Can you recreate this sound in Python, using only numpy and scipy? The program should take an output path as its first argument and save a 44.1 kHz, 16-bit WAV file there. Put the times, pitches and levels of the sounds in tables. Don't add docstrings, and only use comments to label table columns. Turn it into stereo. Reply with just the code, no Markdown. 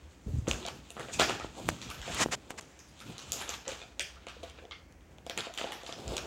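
import sys
import numpy as np
from scipy import signal
from scipy.fft import rfft, irfft, next_fast_len
from scipy.io import wavfile
from scipy.ndimage import uniform_filter1d

SR = 44100
rng = np.random.default_rng(int(sys.argv[2]) if len(sys.argv) > 2 else 0)


def wav_record(signal):
    frames = np.transpose(np.atleast_2d(signal))
    bounded = np.clip(frames, -1, 1)
    quanta = np.round(bounded * 32767).astype(np.int16)
    wavfile.write(sys.argv[1], SR, quanta)


def invert_db(level):
    return 10 ** (np.asarray(level, dtype=float) / 20)


N = 276410
SIZE = next_fast_len(N + SR)
TIME, FREQ = np.arange(N) / SR, np.arange(SIZE // 2 + 1) * SR / SIZE
PORT_LAG = 13
PLACES = 6


def colour(x, points):
    hz, db = np.transpose(points)
    gain = invert_db(np.interp(np.log(FREQ + 1), np.log(hz), db))
    return irfft(rfft(x, SIZE) * gain, SIZE)[..., :N]


def level(x, rms_db):
    return x * invert_db(rms_db) / np.sqrt(np.mean(x ** 2))


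def walk(rate_hz):
    hold = int(SR / rate_hz)
    steps = np.repeat(rng.standard_normal(N // hold + 1), hold)
    return 2.11 * uniform_filter1d(uniform_filter1d(steps, hold), hold)[:N]


def swells(top_s, rise_s, fall_s, db):
    edge_db = -13
    coarse_s = TIME[::32]
    since_s = coarse_s - top_s[:, None]
    rise_s, fall_s = np.maximum(rise_s, .002)[:, None], np.maximum(fall_s, .002)[:, None]
    away = np.where(since_s < 0, -since_s / rise_s, since_s / fall_s)
    power = invert_db(2 * (db[:, None] + edge_db * away)).sum(axis=0)
    return np.interp(TIME, coarse_s, np.sqrt(power))


def grains(per_second, scatter_db, count=2):
    size = (count, N)
    slips = (rng.random(size) < per_second / SR) * rng.standard_normal(size)
    return slips * invert_db(scatter_db * np.minimum(rng.exponential(size=size), 4))


def ring(hz, width_hz, size=1500):
    t = TIME[:size]
    contact = 1 - np.exp(-(3 * hz * t) ** 2)
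    return np.sin(2 * np.pi * hz * t) * np.exp(-np.pi * width_hz * t) * contact


def diffuse():
    alike = np.sinc(2 * FREQ * 2.2 * PORT_LAG / SR)
    mid, side = rfft(rng.standard_normal((2, SIZE)))
    sign = np.array([[1], [-1]])
    return irfft(mid * np.sqrt(1 + alike) + side * np.sqrt(1 - alike) * sign, SIZE)[:, :N]


def direct(x, lag):
    return np.array([invert_db(-3.5) * np.roll(x, lag), x])


# delay_ms, level_db
REFLECTIONS = [
    (3.7, -21),
    (9.0, -15),
    (12.5, -14),
    (18.0, -16),
]
# freq_hz, t60_s
ROOM_DECAY = [(150, 0.5), (600, 0.41), (2500, 0.33), (7000, 0.4), (14000, 0.35)]


def room(feeds, tail_db):
    t, tails = TIME[:SR * 3 // 4], 0
    noise = diffuse()[:, :PLACES * len(t)].reshape(2, PLACES, -1)
    hz, t60_s = np.transpose(ROOM_DECAY)
    for centre_hz in 90 * 2. ** np.arange(8):
        edges_hz = [centre_hz / np.sqrt(2), centre_hz * np.sqrt(2)]
        band = signal.sosfilt(signal.butter(2, edges_hz, "band", fs=SR, output="sos"), noise)
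        tails = tails + band * 1000 ** (-t / np.interp(np.log(centre_hz), np.log(hz), t60_s))
    tails = invert_db(tail_db) * tails * (1 - np.exp(-t / 0.0061))
    for delay_ms, db in REFLECTIONS:
        jitter = 1 + .06 * rng.standard_normal((2, PLACES))
        path = (delay_ms * SR / 1000 * jitter).astype(int)
        tails[np.arange(2)[:, None], np.arange(PLACES), path] += invert_db(db)
    return irfft((rfft(tails, SIZE) * rfft(feeds, SIZE)).sum(axis=1), SIZE)[:, :N]


# freq_hz, density_db
HUM_SPECTRUM = [(15, -49), (25, -42), (72, 3), (130, -22), (309, -3), (373, -8), (489, -6.5), (1260, -13),
                (2350, -15), (3820, -28.5), (6210, -23.5), (13600, -41.5), (16000, -29)]


def house_hum():
    return level(colour(diffuse(), HUM_SPECTRUM), -59) * invert_db(0.073 * walk(2.84))


# top_s, half_length_s, rumble_db, thud_re_rumble_db
WEIGHT_SHIFTS = [(0.064, 0.054, -47, -20), (0.295, 0.023, -34, -13), (0.356, 0.073, -32, -11.5),
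                 (0.517, 0.059, -37.5, -3.5), (0.77, 0.13, -53, 1), (1.218, 0.14, -47, 7),
                 (1.47, 0.14, -48.5, -6.5), (1.686, 0.071, -52, 12.5), (1.718, 0.063, -44, 3),
                 (1.872, 0.072, -46, 0.5), (1.996, .06, -54, -3), (2.106, 0.034, -56, 16.5),
                 (2.137, 0.036, -47, -9), (2.26, 0.098, -48.5, 8.5), (3.1, 0.072, -59.5, 13.5),
                 (3.31, 0.12, -53, 0), (3.5, 0.1, -51, -13), (3.687, 0.052, -55, 0),
                 (4.125, 0.42, -53.5, -26), (4.43, 0.14, -52, -22.5), (4.968, 0.53, -53.5, -30),
                 (5.392, 0.054, -62, 10), (5.996, 0.056, -69, 21), (6.097, 0.054, -39, -4.5),
                 (6.2, 0.059, -48.5, -3)]


def bumps():
    rest_rumble_db, rest_thud_db = -64.5, -63.5
    top_s, half_s, db, thud_db = np.transpose(WEIGHT_SHIFTS)
    noise = diffuse()
    rumble = level(colour(noise, [(30, -38), (50, 14.0), (85, 13), (120, -54), (300, -85)]), 0)
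    thud = level(colour(noise, [(60, -93), (105, -2), (200, -6.0), (320, -11), (800, -43)]), 0)
    rumble_gain = np.hypot(swells(top_s, half_s, half_s, db), invert_db(rest_rumble_db))
    thud_gain = np.hypot(swells(top_s, half_s, half_s, db + thud_db), invert_db(rest_thud_db))
    return rumble * rumble_gain + thud * thud_gain * invert_db(1.17 * walk(25.11))


# start_s, peak_db, ring_hz, width_hz
FLOOR_BLOWS = [(0.263, -24, 74.4, 31), (.263, -31.5, 196, 34), (.29, -28, 62, 20), (.315, -38, 190, 61),
               (.335, -39, 265, 60), (.35, -33.5, 249, 50), (0.365, -37, 240, 45), (0.384, -32, 218, 50),
               (0.421, -29.5, 109, 24), (.474, -34, 110, 36), (0.531, -32.5, 62.6, 13),
               (0.965, -40, 204, 79), (.995, -38.5, 141, 30), (1.99, -38, 49.7, 13),
               (0.334, -24.5, 121, 17), (0.362, -25.5, 136, 36), (0.382, -20.5, 92, 33),
               (0.502, -37, 58.5, 15), (6.074, -31, 54.4, 7.2)]


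def thumps():
    out = np.zeros(N + 6000)
    for start_s, db, hz, width_hz in FLOOR_BLOWS:
        at = int(start_s * SR)
        out[at:at + 6000] += invert_db(db + 2.0) * ring(hz, width_hz, size=6000)
    return out[:N]


# start_s, top_s, end_s, level_db
PORT_SLIDES = [
    (1.678, 1.69, 1.706, -29),
    (2.166, 2.22, 2.243, -19.5),
    (2.309, 2.325, 2.355, -23),
    (1.6, 1.946, 2.15, -50),
    (2.024, 2.14, 2.283, -37),
    (2.492, 2.508, 2.524, -40),
    (2.572, 2.587, 2.599, -32),
    (2.604, 2.61, 3, -55),
]
# freq_hz, density_db
SKIN_SPECTRUM = [(88, -15), (150, -7), (398, -7), (649, -1.5), (1240, -3.5), (2220, -2.5), (4500, -10),
                 (7200, -6), (10200, -24), (16000, -37)]


def finger_slides():
    swell, out = np.zeros(N), np.zeros((2, N))
    for start_s, top_s, end_s, db in PORT_SLIDES:
        ramp = np.interp(TIME, [start_s, top_s, end_s], [0, 1, 0])
        swell += invert_db(db) * ramp ** np.where(TIME < top_s, 1.3, .5)
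    skin = level(colour(grains(32000, .7, count=1)[0], SKIN_SPECTRUM), 0)
    out[1] = swell * skin * invert_db(.6 * walk(120))
    return out


# start_s, peak_db, push_ms, left_share_db
PORT_TAPS = [
    (1.4459, -14.5, 0.24, -40),
    (1.689, 0, 0.074, -27),
    (2.147, -28, 0.021, -30),
    (2.214, -19.5, 0.44, 1),
    (2.26, -7.5, 0.26, -30),
    (2.2864, -21.5, 0.13, -30),
    (2.5059, -13.5, 0.066, -32),
    (2.541, -30, 0.15, -28),
    (2.61, -30, 0.042, -25),
]


def finger_taps():
    out = np.zeros((2, N))
    t_ms = TIME[:600] * 1000
    tick = ring(8000, 3600, size=600) + 0.43 * ring(8700, 7600, size=600)
    for start_s, db, push_ms, left_db in PORT_TAPS:
        press = -.6 * np.exp(-.5 * ((t_ms - 3 * push_ms) / push_ms) ** 2)
        late_ms = np.maximum(t_ms - 4 * push_ms, 0)
        leak = np.exp(-late_ms / (.3 + 2.8 * push_ms))
        press += (1 - np.exp(-late_ms / push_ms)) * leak * np.cos(late_ms * 0.7) * 0.76
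        press += np.roll(tick, int(.004 * push_ms * SR)) * .004 / push_ms ** 2
        at = int(start_s * SR)
        out[:, at:at + 600] += invert_db(db) * invert_db(np.array([[left_db], [0]])) * press
    return out


# top_s, rise_s, fall_s, weave_db, fibres_re_weave_db
HAND_STROKES = [(.39, 0.36, 0.092, -64, 4), (.6, 0.089, 0.24, -53.5, -6.5),
                (0.684, 0.046, 0.0084, -36, -13), (1, 0.085, 0.18, -52.5, -10),
                (1.18, 0.17, 0.017, -63, 14.5), (1.193, 0.003, 0.11, -28, -7.5),
                (1.41, 0.04, 0.096, -48, -12), (1.3, .006, 0.1, -44, -26), (1.138, 0.013, 0.026, -51.5, 16),
                (1.72, 0.3, 0.45, -54.5, 2), (1.98, 0.57, 0.03, -53, -20), (2.06, 0.045, 0.061, -45, -11),
                (2.15, 0.061, 0.098, -43.5, -1), (3.13, 0.27, 0.054, -57.5, -2),
                (3.19, .008, 0.29, -52, -1), (3.33, 0.006, 0.15, -46, 2), (3.41, 0.024, 0.12, -48, -10),
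                (3.54, 0.23, 0.055, -41.5, -13), (3.683, 0.012, 0.12, -40, -7),
                (4.03, 0.019, 0.3, -56.5, -27), (4.274, 0.006, 0.096, -45, -14),
                (4.432, 0.0048, 0.17, -51.5, -16), (5.305, 0.0067, 0.073, -50, -24),
                (5.272, .004, 0.046, -49, -12), (5.383, 0.0086, 0.092, -37, -16),
                (5.62, 0.059, 0.2, -42, -25), (5.87, 0.042, 0.096, -49, -5), (6.18, 0.17, 0.05, -44.5, -25),
                (0.48, 0.0049, 0.1, -46, 4), (5.585, 0.0053, 0.069, -47.5, 1)]
# top_s, fall_s, level_db
FOLD_PUSHES = [(.285, 0.19, -52), (0.492, 0.17, -41), (.686, 0.3, -53.5), (1.001, 0.065, -38),
               (1.205, 0.035, -38), (1.3, 0.042, -34), (1.46, 0.038, -50), (1.584, 0.048, -40),
               (1.72, 0.035, -45.5), (1.99, 0.095, -55.5), (2.15, 0.12, -45), (2.298, 0.13, -49),
               (2.52, 0.12, -48), (3.11, 0.024, -49), (3.36, 0.019, -41), (3.68, 0.052, -47.5),
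               (4.002, 0.036, -57), (4.435, 0.11, -60), (4.6, 0.16, -59), (5.12, 0.031, -53),
               (5.285, 0.13, -59), (5.393, 0.017, -40), (5.63, 0.17, -42.5), (5.98, 1, -43.5),
               (6.12, 0.083, -38.5)]
# time_s, level_db
SHIFTING = [(0, -69.5), (.2, -72), (.45, -72), (.9, -71), (1.1, -52.5), (1.6, -61.5), (1.9, -53),
            (2.3, -61), (2.45, -66), (2.85, -74), (3.2, -54), (3.6, -59), (3.95, -71), (4.6, -77),
            (4.8, -82), (4.97, -89), (5.15, -69.5), (6.2, -54.5)]
# freq_hz, gain_db
FOLD_SPECTRUM = [(100, -44), (220, -2), (520, 2), (900, -2.5), (1600, -18)]
WEAVE_SPECTRUM = [(400, -22), (900, 0), (2200, 0), (3500, -3), (5000, -8), (9000, -24), (16000, -32)]
FIBRE_SPECTRUM = [(3000, -16), (4800, -4), (6800, 0), (8500, -4), (10500, -9), (15500, -10)]


def rustle():
    fidget_folds_db, fidget_fibres_db, push_rise_s = -2.5, -23, 0.025
    fidget = invert_db(np.interp(TIME, *np.transpose(SHIFTING)))
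    top_s, rise_s, fall_s, db, fine_db = np.transpose(HAND_STROKES)
    weave_gain = np.hypot(swells(top_s, rise_s, fall_s, db), fidget)
    fibres_gain = np.hypot(swells(top_s, rise_s, fall_s, db + fine_db), fidget * invert_db(fidget_fibres_db))
    top_s, fall_s, db = np.transpose(FOLD_PUSHES)
    push_gain = swells(top_s, push_rise_s + 0 * top_s, fall_s, db)
    folds_gain = np.hypot(push_gain, fidget * invert_db(fidget_folds_db))

    patch_db = 1.3 * walk(55)
    folds = level(colour(grains(2500, 1.6), FOLD_SPECTRUM), -2)
    folds = folds * folds_gain * invert_db(1.6 * walk(18))
    weave = level(colour(grains(2500, 2.1), WEAVE_SPECTRUM), 1.0)
    weave = weave * weave_gain * invert_db(patch_db + 0.6 * walk(13))
    fibres = level(colour(grains(6000, 2.5), FIBRE_SPECTRUM), 1.03)
    fibres = fibres * (fibres_gain + invert_db(-79.5)) * invert_db(patch_db + .7 * walk(36))
    return folds + weave + fibres


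# start_s, peak_db, ring_hz, width_hz, room_db
RINGING_PARTS = [(.279, -39.5, 420, 40, -8), (.47, -15, 1510, 870, 4.5), (.476, -21.5, 529, 66, -2.5),
                 (.476, -29.5, 292, 57, 1.5), (.615, -37.5, 340, 70, 5), (.651, -32.5, 688, 33, -17),
                 (.679, -33.5, 667, 45, -16), (1.13, -38, 3650, 150, 9), (1.133, -37.5, 2520, 150, 13),
                 (1.134, -32, 6650, 500, 6), (1.189, -36, 2500, 1500, 14), (3.67, -36, 518, 56, 8),
                 (3.683, -31.5, 528, 40, -2), (3.718, -34.5, 516, 41, -2), (3.994, -25, 2350, 520, 13.5),
                 (3.995, -22.5, 3300, 330, 8.5), (3.997, -36.5, 563, 78, 3.5),
                 (4.008, -18.5, 8440, 390, 1.5), (4.365, -43, 486, 48, -5), (4.43, -37.5, 674, 20, -6),
                 (4.433, -35.5, 503, 47, -3), (4.585, -44.5, 490, 60, 4), (4.622, -44, 490, 66, 9.5),
                 (4.64, -43, 650, 78, 0), (4.71, -32.5, 1190, 180, 3.5), (4.71, -36, 2148, 93, 7),
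                 (4.71, -28.5, 3360, 550, 10), (4.71, -40, 3820, 680, 10), (4.712, -63, 2100, 7.1, 10),
                 (4.71, -47, 4350, 180, 10), (4.71, -44, 5700, 250, -8), (5.495, -39, 670, 40, 3),
                 (5.595, -35, 643, 42, 4), (5.67, -34, 830, 50, -3), (5.695, -40, 830, 75, 11),
                 (.5115, -11.5, 2690, 500, -11), (.484, -13, 6900, 1700, 5), (3.3195, 4, 13200, 3600, -4),
                 (3.3195, -14.5, 7250, 680, 7), (4.923, -36, 5200, 5000, -10), (5.008, -40, 3000, 1800, 5),
                 (5.182, -36, 7600, 3000, -8), (5.864, -28, 4200, 530, 2), (6.1665, -30, 5200, 5500, -8)]


def ringing_parts():
    near, far = np.zeros(N + SR), np.zeros((PLACES, N + SR))
    for k, (start_s, db, hz, width_hz, room_db) in enumerate(RINGING_PARTS):
        first = int((start_s + .001) * SR)
        at = slice(first, first + 9000)
        tone = ring(hz, width_hz, size=9000)
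        near[at] += invert_db(db + 0.5) * tone
        far[k % PLACES, at] += invert_db(db + room_db + 1.5) * tone
    return near[:N], far[:, :N]


# start_s, peak_db, ring_hz, hollow_db, room_db
DULL_KNOCKS = [(0.475, -31, 1830, -5, -4), (.65, -26, 2610, -12, 2), (.678, -29, 2940, -5, -25),
               (.966, -29, 1220, -23, 3), (1.084, -30.5, 1840, -1, 4), (1.2942, -12, 1550, -12.5, 1.5),
               (2.077, -30.5, 1800, 3, 5), (3.652, -36, 2900, -13, 9), (3.815, -32.5, 2480, -7, 6.5),
               (4.157, -42.5, 1370, -8, 10.5), (4.267, -30, 1550, -3.5, -2), (4.576, -45, 2550, -11, 12),
               (4.651, -39, 3160, -1.5, -14), (5.264, -26.5, 3420, -4.5, -4), (5.468, -33, 1530, 4, -6),
               (5.612, -19.5, 1350, -12, -8), (5.641, -24, 1690, 0.5, -3), (5.833, -44, 2520, 9, 3.5),
               (5.891, -28.5, 1180, -3.5, -1.5), (6.078, -36, 1480, 1.5, 5.5)]
# start_s, peak_db, ring_hz, bright_db
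NAIL_CLICKS = [(0.484, -33, 1490, -2), (.903, -32.5, 2820, -9.5), (0.995, -24, 1370, -17.5),
               (1.196, -10.5, 1380, -14), (3.319, -41, 5550, 2), (3.491, -26, 2720, -8.5),
               (3.678, -24.5, 2940, -6), (3.717, -28.5, 2300, -13), (4.432, -35, 3330, -9.5),
               (5.296, -20.5, 3200, -16), (5.924, -23.5, 3580, -40)]
# start_s, peak_db, ring_hz, bright_db, room_db
SEAM_SNAPS = [(.511, -17.5, 2240, -11.5, -9), (.663, -25.5, 6330, -7, -5), (1.139, -35, 2580, -7, -1),
              (1.209, -18.5, 1160, -12, 7), (1.901, -25, 2450, -23, 7), (2.015, -27, 3160, -22, 7),
              (2.79, -44.5, 3940, -5, 9), (3.002, -34.5, 2530, -16.5, 8.5), (3.18, -39.5, 3000, -9.5, 13.5),
              (3.404, -34.5, 1580, -9, 13), (3.994, -24, 3130, -10.5, 2.5), (3.994, -27.5, 4330, -2.5, 0),
              (4.497, -32.5, 5470, -25, -4), (4.923, -53, 2080, -12, -26), (5.183, -38.5, 1520, -11, -22),
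              (5.375, -17.5, 2170, -11.5, 3.5), (5.538, -31, 3500, -21, 5.5), (5.72, -23.5, 1953, -18, 1),
              (5.863, -28, 3240, -32, 0), (6.166, -18, 3170, -17, 3)]
# start_s, peak_db, ring_hz, room_db
SMALL_TICKS = [(.476, -27.5, 312, -12), (0.532, -22, 1900, 2), (1.398, -27.5, 1300, 5),
               (1.397, -28, 3600, -3), (1.2945, -22, 5970, -8), (1.209, -21, 2400, -9),
               (1.228, -22.5, 3550, 12.5), (.627, -32.5, 2520, -5), (0.683, -21, 6470, -1),
               (1.815, -26, 4070, 9), (3.539, -25.5, 3700, -1), (4.282, -35, 2440, 10),
               (.476, -32, 11000, 0), (.49, -22, 11000, 0), (.6425, -39, 9000, 0), (2.61, -31, 7040, 2),
               (2.624, -40, 6070, 0), (2.792, -34, 11600, -6), (2.876, -41.5, 9000, 11.5),
               (2.991, -36, 5970, 11), (3.18, -29, 6900, 3), (3.294, -29, 10000, 5),
               (3.319, -16, 11900, 11), (3.491, -16.5, 11900, 6), (3.503, -19, 12000, -4),
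               (3.539, -25, 6000, 2), (3.652, -39, 7500, -3), (3.678, -26, 12000, -9),
               (4.156, -41, 8100, -8), (4.267, -33, 6860, -6), (4.284, -29, 5200, 2),
               (4.436, -35, 6000, -2), (4.474, -44, 8000, 2), (4.575, -56, 4200, -7),
               (4.923, -39, 10800, -13), (5.262, -49, 7100, 0), (5.264, -27, 12000, -3),
               (5.296, -21, 12000, -11), (5.375, -9, 12100, -12), (5.536, -38, 11000, -5),
               (5.575, -23, 6960, 3), (5.574, -23, 12000, -8), (5.728, -30, 6000, 6),
               (5.817, -38, 12500, -11), (5.832, -35, 6500, 2), (6.179, -18, 4000, -4),
               (1.9004, -16, 12000, 6), (5.719, -32, 10000, -3), (5.862, -28, 7600, 10),
               (5.921, -34, 5100, 6), (6.078, -26.5, 5000, 0), (6.077, -31.5, 11500, 1),
               (6.167, -15, 9000, -3), (5.405, -20.5, 3570, -17), (5.575, -21.5, 3260, 9.5)]


def contacts():
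    knocks = [(s, db, hz, hollow_db, -61, room_db) for s, db, hz, hollow_db, room_db in DULL_KNOCKS]
    clicks = [(s, db, hz, -10.5, bright_db, 1.6) for s, db, hz, bright_db in NAIL_CLICKS]
    snaps = [(s, db, hz, -28, bright_db, room_db) for s, db, hz, bright_db, room_db in SEAM_SNAPS]
    ticks = [(s, db, hz, -27, -39, room_db) for s, db, hz, room_db in SMALL_TICKS]
    return sorted(knocks + clicks + snaps + ticks)


# freq_hz, width_hz, level_db
TOY_MODES = [(530, 70, -3), (680, 50, -4), (330, 120, -10)]


def toy_contacts():
    spit_s, break_s = .00006, .0012
    near, far, events = np.zeros(N + SR), np.zeros((PLACES, N + SR)), contacts()
    hollow = sum(invert_db(db) * ring(hz, width_hz) for hz, width_hz, db in TOY_MODES)
    chance = rng.standard_normal((len(events), 4))
    noise = rng.standard_normal((len(events), 1500))
    spit = noise * np.exp(-TIME[:1500] / spit_s)
    spit /= np.linalg.norm(spit, axis=1, keepdims=True)
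    spit = signal.lfilter([1, -2, 1], [1, -1.0, .35], spit)
    stages = noise[:, -160:] ** 3 * np.exp(-TIME[:160] / break_s)
    stages /= np.linalg.norm(stages, axis=1, keepdims=True)
    for k, (start_s, db, hz, hollow_db, bright_db, room_db) in enumerate(events):
        c = chance[k]
        edge = ring(6700 * (1 + 0.3 * c[0]), 2060)
        edge += 0.13 * ring(8600 * (1 + 0.39 * c[1]), 2000)
        edge += 0.31 * ring(18000, 4700)
        body = ring(hz, .3 * hz)
        body += invert_db(-7 + 2.5 * c[2]) * ring(.65 * hz, .22 * hz)
        body += invert_db(-6 + 2.5 * c[3]) * ring(1.38 * hz, .3 * hz)
        knock = invert_db(6.5) * body + invert_db(13.5 + .5 * bright_db) * spit[k] + invert_db(bright_db + 23.5) * edge
        knock = invert_db(-2.0) * (knock + 0.65 * np.convolve(knock, stages[k])[:1500])
        knock += invert_db(hollow_db - 0.5) * hollow
        first = int((start_s + .0015) * SR)
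        at = slice(first, first + 1500)
        near[at] += invert_db(db) * knock
        far[k % PLACES, at] += invert_db(db + room_db) * knock
    return near[:N], far[:, :N]


# freq_hz, gain_db
CAPSULE_RESPONSE = [(100, 4), (8500, 3), (10500, -10.5), (16000, -20.5)]
# freq_hz, gain_re_right_db
LEFT_RESPONSE = [(60, -16), (110, -7), (200, 0), (380, 3), (700, -0.5), (1290, 3.5), (2380, 2.5),
                 (4400, -0.5), (8120, -5), (15000, 7)]


def scene():
    bed, sleeve = rustle()
    toy_near, toy_far = toy_contacts()
    ring_near, ring_far = ringing_parts()
    near, far = toy_near + ring_near, toy_far + ring_far
    turn = (TIME * 8 - np.arange(PLACES)[:, None]) % PLACES
    wander = np.maximum(1 - 2 * abs(turn / 2 - .5), 0)
    airborne = direct(near + invert_db(-7.0) * bed, lag=PORT_LAG)
    airborne += direct(invert_db(-2.5) * sleeve, lag=PORT_LAG - 1)
    airborne += room(far + invert_db(-3.5) * wander ** .5 * bed, tail_db=-33.0)
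    airborne = colour(airborne, CAPSULE_RESPONSE)
    airborne[0] = colour(airborne[0], LEFT_RESPONSE)
    return airborne + house_hum() + bumps() + thumps() + finger_slides() + finger_taps()


def low_pass(x):
    return signal.sosfilt(signal.butter(12, 16990, fs=SR, output="sos"), x)


def record(dry):
    dry = signal.sosfilt(signal.butter(3, 36, "high", fs=SR, output="sos"), dry)
    dry = signal.sosfilt(signal.ellip(6, .5, 28, 15800, fs=SR, output="sos"), dry)
    return low_pass(dry)


dry = scene()
out = record(dry)
wav_record(out)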